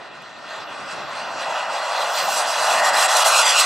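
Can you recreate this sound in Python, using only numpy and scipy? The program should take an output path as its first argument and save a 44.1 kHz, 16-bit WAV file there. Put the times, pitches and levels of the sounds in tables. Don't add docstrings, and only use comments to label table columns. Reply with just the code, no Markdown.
import sys
import numpy as np
from scipy import signal
from scipy.fft import rfft, irfft, next_fast_len
from scipy.io import wavfile
from scipy.ndimage import uniform_filter1d, map_coordinates

SR = 44100
rng = np.random.default_rng(int(sys.argv[2]) if len(sys.argv) > 2 else 0)


def to_wav(s):
    ch = np.atleast_2d(s).T
    pcm = np.round(np.clip(ch, -1, 1) * 32767)
    wavfile.write(sys.argv[1], SR, pcm.astype(np.int16))


def amplitude_ratio(level_db):
    exponent = np.asarray(level_db, float) / 20
    return 10 ** exponent


N = 160965

# (time [s], level [dB])
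APPROACH = [(0, -32.5), (.3, -34.5), (.42, -32.5), (.52, -25.5), (.76, -30), (.95, -27.5), (1.2, -26),
            (1.36, -26.5), (1.5, -23.5), (1.85, -25.5), (2.02, -23), (2.25, -25.5), (2.45, -25.5),
            (2.8, -21.5), (3.06, -21.5), (3.25, -20), (3.45, -16.5), (3.65, -18.5)]
# (frequency [Hz], density [dB per Hz])
ROAR_COLOUR = [(350, -20), (600, -2), (1120, -4), (2270, -6), (2670, -6.5), (3670, -9.5), (7850, -20.5),
               (13400, -42), (14500, -56)]
# (time [s], share [signed, minus = inverted])
AIRFRAME_ECHO = [(0, 0), (3.22, 0.041), (3.28, 0.26), (3.4, 0.58), (3.44, -0.49), (3.525, -0.55),
                 (3.56, 0.63), (3.65, -0.13)]


def jet():
    roar_db, echo_delay_s = 3, 0.000746

    def patchy_db(hz):
        return along([(1000, 0.8), (3000, 2)], hz)

    def reflection(hz):
        delay = np.exp(-2j * np.pi * hz * echo_delay_s)
        return delay / (1 + (1300 / (hz + 1)) ** 4)

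    roar = rush(lambda hz: along(ROAR_COLOUR, hz), lambda hz: 0 * hz, patchy_db)
    echo = filtered(roar, reflection)
    exhaust = shaped(roar + curves(AIRFRAME_ECHO)[0] * echo, air_db)
    level_db, = curves(APPROACH)
    return amplitude_ratio(level_db) * (amplitude_ratio(roar_db) * exhaust + turbine())


# (time [s], shaft pitch [Hz], shaft tone level [dB], blade tone level [dB])
SPOOL = [(0, 1830, -20, -50), (.2, 1828, -11, -50), (.6, 1828, -14.5, -46), (.8, 1834, -18, -44),
         (1.1, 1840, -26, -42), (1.3, 1880, -22, -48), (1.5, 1975, -17, -46), (1.75, 2006, -12, -41),
         (2.05, 1975, -18, -31), (2.3, 1950, -28, -14), (2.45, 1935, -34, -34), (2.75, 1850, -36, -33),
         (3.1, 1900, -34, -42), (3.65, 1690, -38, -48)]


def turbine():
    blades, blur_hz = 7, 8.2
    blade_fade_db, rasp = 3, 0.86
    shaft_fade_db, shaft_wander_rad = 2, 0.8
    hz, shaft_db, blade_db = curves(SPOOL)
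    turns = 2 * np.pi * np.cumsum(hz) / SR

    blur = 2 * np.pi * blades * np.cumsum(blur_hz * wobble(150)) / SR
    blade_level = amplitude_ratio(blade_db + blade_fade_db * wobble(14)) * (1 + rasp * wobble(300))
    blade = blade_level * np.sin(blades * turns + blur)

    shaft_level = amplitude_ratio(shaft_db + shaft_fade_db * wobble(7.8))
    shaft = shaft_level * np.sin(turns + shaft_wander_rad * wobble(24.2))
    return shaft + blade


# (time [s], treble gain at the reference pitch [dB], low edge of the roar [Hz], deep roar gain [dB])
CLEARING = [(0, -14.5, 550, -4), (.5, -11.5, 573, -7), (1.3, -9.5, 535, -1), (1.8, -4, 500, 2),
            (2.1, -2.5, 484, 3), (2.35, 4, 520, 2.5), (2.85, 3.5, 526, 6), (3.2, 6.5, 560, 3),
            (3.65, 3, 594, -6.5)]
# (time [s], width [s], gain at the reference pitch [dB])
EDDIES = [(.1, 0.022, -5), (.55, 0.037, -0.5), (.66, 0.03, -9), (.74, 0.03, 4), (.92, 0.031, 6),
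          (1.06, 0.035, -6.5), (1.18, 0.042, 2), (1.28, 0.058, -1.5), (1.42, 0.026, 5.5), (1.51, 0.018, 2),
          (1.669, .03, -4), (2.02, 0.012, 2.5), (2.2, .03, 3), (2.36, 0.064, 5), (2.455, 0.023, -6),
          (2.7, 0.016, 1.5), (2.823, 0.015, -7), (2.918, 0.014, -7.5), (3.02, 0.032, 3.5),
          (3.076, 0.01, -8.5), (3.17, 0.0035, 5), (3.24, 0.0047, -11.5), (3.278, 0.018, 3),
          (3.39, 0.0085, 0), (3.44, 0.0097, -3.5), (3.53, 0.019, -1.5), (3.599, 0.017, 4)]
# (time [s], level [dB])
HOWL = [(0, 1), (1.3, -3.5), (1.5, 0.5), (2.1, 0.5), (2.7, -0.5), (2.8, 9.5), (3.1, 4.5), (3.2, 5.5),
        (3.3, -4), (3.42, -11.5), (3.5, -3), (3.65, -8)]


def air_db(hz, t):
    reference_hz, treble_power, flutter_db = 6130, 0.87, 0.98
    low_cut_steepness, low_leak_db = 17, -11.5
    deep_hz, deep_octaves, howl_width_hz = 794, 0.6, 180
    treble_db, edge_hz, deep_db = curves(CLEARING, t)

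    swing = treble_db + sum(db * np.exp(-((t - s) / w) ** 2) for s, w, db in EDDIES)
    swing = swing + flutter_db * wobble(30.09)[np.minimum(t * SR, N - 1).astype(int)]
    treble = swing * (hz / reference_hz) ** treble_power

    leak = amplitude_ratio(2 * low_leak_db) * np.minimum(hz / edge_hz, 1) ** 3
    low_cut = 1 / (1 + (edge_hz / (hz + 1)) ** low_cut_steepness) + leak
    deep = deep_db * np.exp(-(np.log2((hz + 1) / deep_hz) / deep_octaves) ** 2)
    shaft_hz = curves(SPOOL, t)[0]
    howl = curves(HOWL, t)[0] * np.exp(-((hz - shaft_hz) / howl_width_hz) ** 2)
    return treble + 10 * np.log10(low_cut + 1e-12) + deep + howl


# (frequency [Hz], width [Hz], gain [dB])
NOTCHES = [(1693, 230, -6.5), (2233, 644, -13), (3095, 380, -12.5), (3694, 307, -27), (4490, 190, -11),
           (5165, 410, -5), (6700, 1260, -4), (7800, 1200, 2), (9000, 130, -9)]


def notches(hz):
    response = 1
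    for centre, width, db in NOTCHES:
        off_centre = centre * centre - hz ** 2
        loss = 1j * hz * width
        response = response * (off_centre + loss * amplitude_ratio(db)) / (off_centre + loss)
    return response


# (frequency [Hz], width [Hz], side over mid [dB], phase [rad])
PORT_GAP = [(960, 1300, -20, 1.5), (2930, 530, -13.5, -1.95), (4650, 690, -10.5, -2.5),
            (8330, 2000, -7, -2), (11200, 570, -9, -0.8), (13200, 1200, -13, 3)]


def ports(direct, scattered):
    scatter = 0.84

    def gap(hz):
        return sum(amplitude_ratio(db) * np.exp(1j * turn - ((hz - c) / w) ** 2) for c, w, db, turn in PORT_GAP)

    side = filtered(direct, gap) + scatter * filtered(scattered, gap)
    return np.array([direct + side, direct - side])


# (time [s], peak level [dB])
TICKS = [
    (.222, -34),
    (.392, -39),
    (.535, -47),
]


def ticks():
    out, t = np.zeros((2, N)), np.arange(300) / SR
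    for s, db in TICKS:
        click = amplitude_ratio(db - 60 * t / 0.0045) * rng.standard_normal((2, len(t)))
        out[:, round(s * SR):][:, :len(t)] += click
    return filtered(out, lambda hz: 1 / (1 + (5500 / (hz + 1)) ** 4) / (1 + (hz / 11000) ** 8))


# (frequency [Hz], density [dB per Hz])
GUST_COLOUR = [(15, -55), (25, -39), (141, -5), (397, -1.5), (1770, -8.5), (2420, -14.5), (3850, -10),
               (8580, -40), (12000, -57), (15600, -76), (22000, -120)]
# (time [s], level [dB])
WIND = [(0, -60), (.3, -59), (.62, -56.5), (.9, -52), (1.15, -54), (1.5, -55.5), (1.9, -57), (2.05, -58),
        (2.24, -55.5), (2.35, -57), (2.5, -55.5), (2.75, -55), (2.93, -53), (3.1, -61), (3.25, -77),
        (3.32, -63), (3.41, -88), (3.52, -55), (3.65, -61)]
# (frequency [Hz], left-right likeness [-1 to 1])
WIND_PORTS = [(30, 0), (80, -0.58), (160, 0.22), (300, 0.21)]
# (time [s], share removed [1 = all, negative = boosted])
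THUMP_CUT = [(0, -0.6), (1.2, -0.63), (1.9, .2), (2.3, .7), (2.85, 0.7), (2.95, -0.1), (3.1, 0.28),
             (3.25, 0.92), (3.65, 1)]


def wind():
    wind_db, lumps_db, thump_hz = 13, 1, 120
    air = rush(lambda hz: along(GUST_COLOUR, hz), lambda hz: along(WIND_PORTS, hz), lambda hz: 2.5)
    thumps = filtered(air, lambda hz: 1 / (1 + (hz / thump_hz) ** 6))
    air = air - curves(THUMP_CUT)[0] * thumps
    lumps = lumps_db * np.array([wobble(6.92), wobble(6.9)])
    return amplitude_ratio(curves(WIND)[0] + wind_db + lumps) * air


def rush(colour_db, alike, patchy_db):
    def patches(hz, t):
        field = rng.standard_normal((len(hz), len(t)))
        field = uniform_filter1d(field, size=8, axis=0)
        field = uniform_filter1d(field, size=10, axis=1)
        return patchy_db(hz) * unit(field)

    def mid_side(hz):
        turn = np.arccos(np.clip(alike(hz), -1, 1)) / 2
        return amplitude_ratio(colour_db(hz)) * np.array([np.cos(turn), np.sin(turn)])

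    pair = shaped(rng.standard_normal((2, N)), patches)
    mid, side = filtered(pair, mid_side)
    return unit(np.array([mid + side, mid - side]))


def unit(x):
    return x / np.sqrt(np.mean(x ** 2) + 1e-20)


def along(points, hz):
    f, v = np.transpose(points)
    return np.interp(np.log(hz + 1), np.log(f + 1), v)


def curves(rows, t=None):
    s, *cols = np.transpose(rows)
    when = np.arange(N) / SR if t is None else t
    return [np.interp(when, s, c) for c in cols]


def wobble(rate):
    return map_coordinates(rng.standard_normal(2000), [np.arange(N) * min(rate, 500) / SR])


def filtered(x, response):
    m = next_fast_len(N + 8192)
    return irfft(rfft(x, m) * response(np.fft.rfftfreq(m, 1 / SR)), m)[..., :N]


def shaped(x, gain_db):
    hz, t, z = signal.stft(x, SR, nperseg=512)
    return signal.istft(z * amplitude_ratio(gain_db(hz[:, None], t)), SR, nperseg=512)[1][..., :N]


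def scene():
    return ports(*filtered(jet(), notches)) + ticks() + wind()


def low_pass(x):
    return signal.sosfilt(signal.butter(12, 14720, fs=SR, output="sos"), x)


def record(dry):
    return low_pass(dry)


dry = scene()
out = record(dry)
to_wav(out)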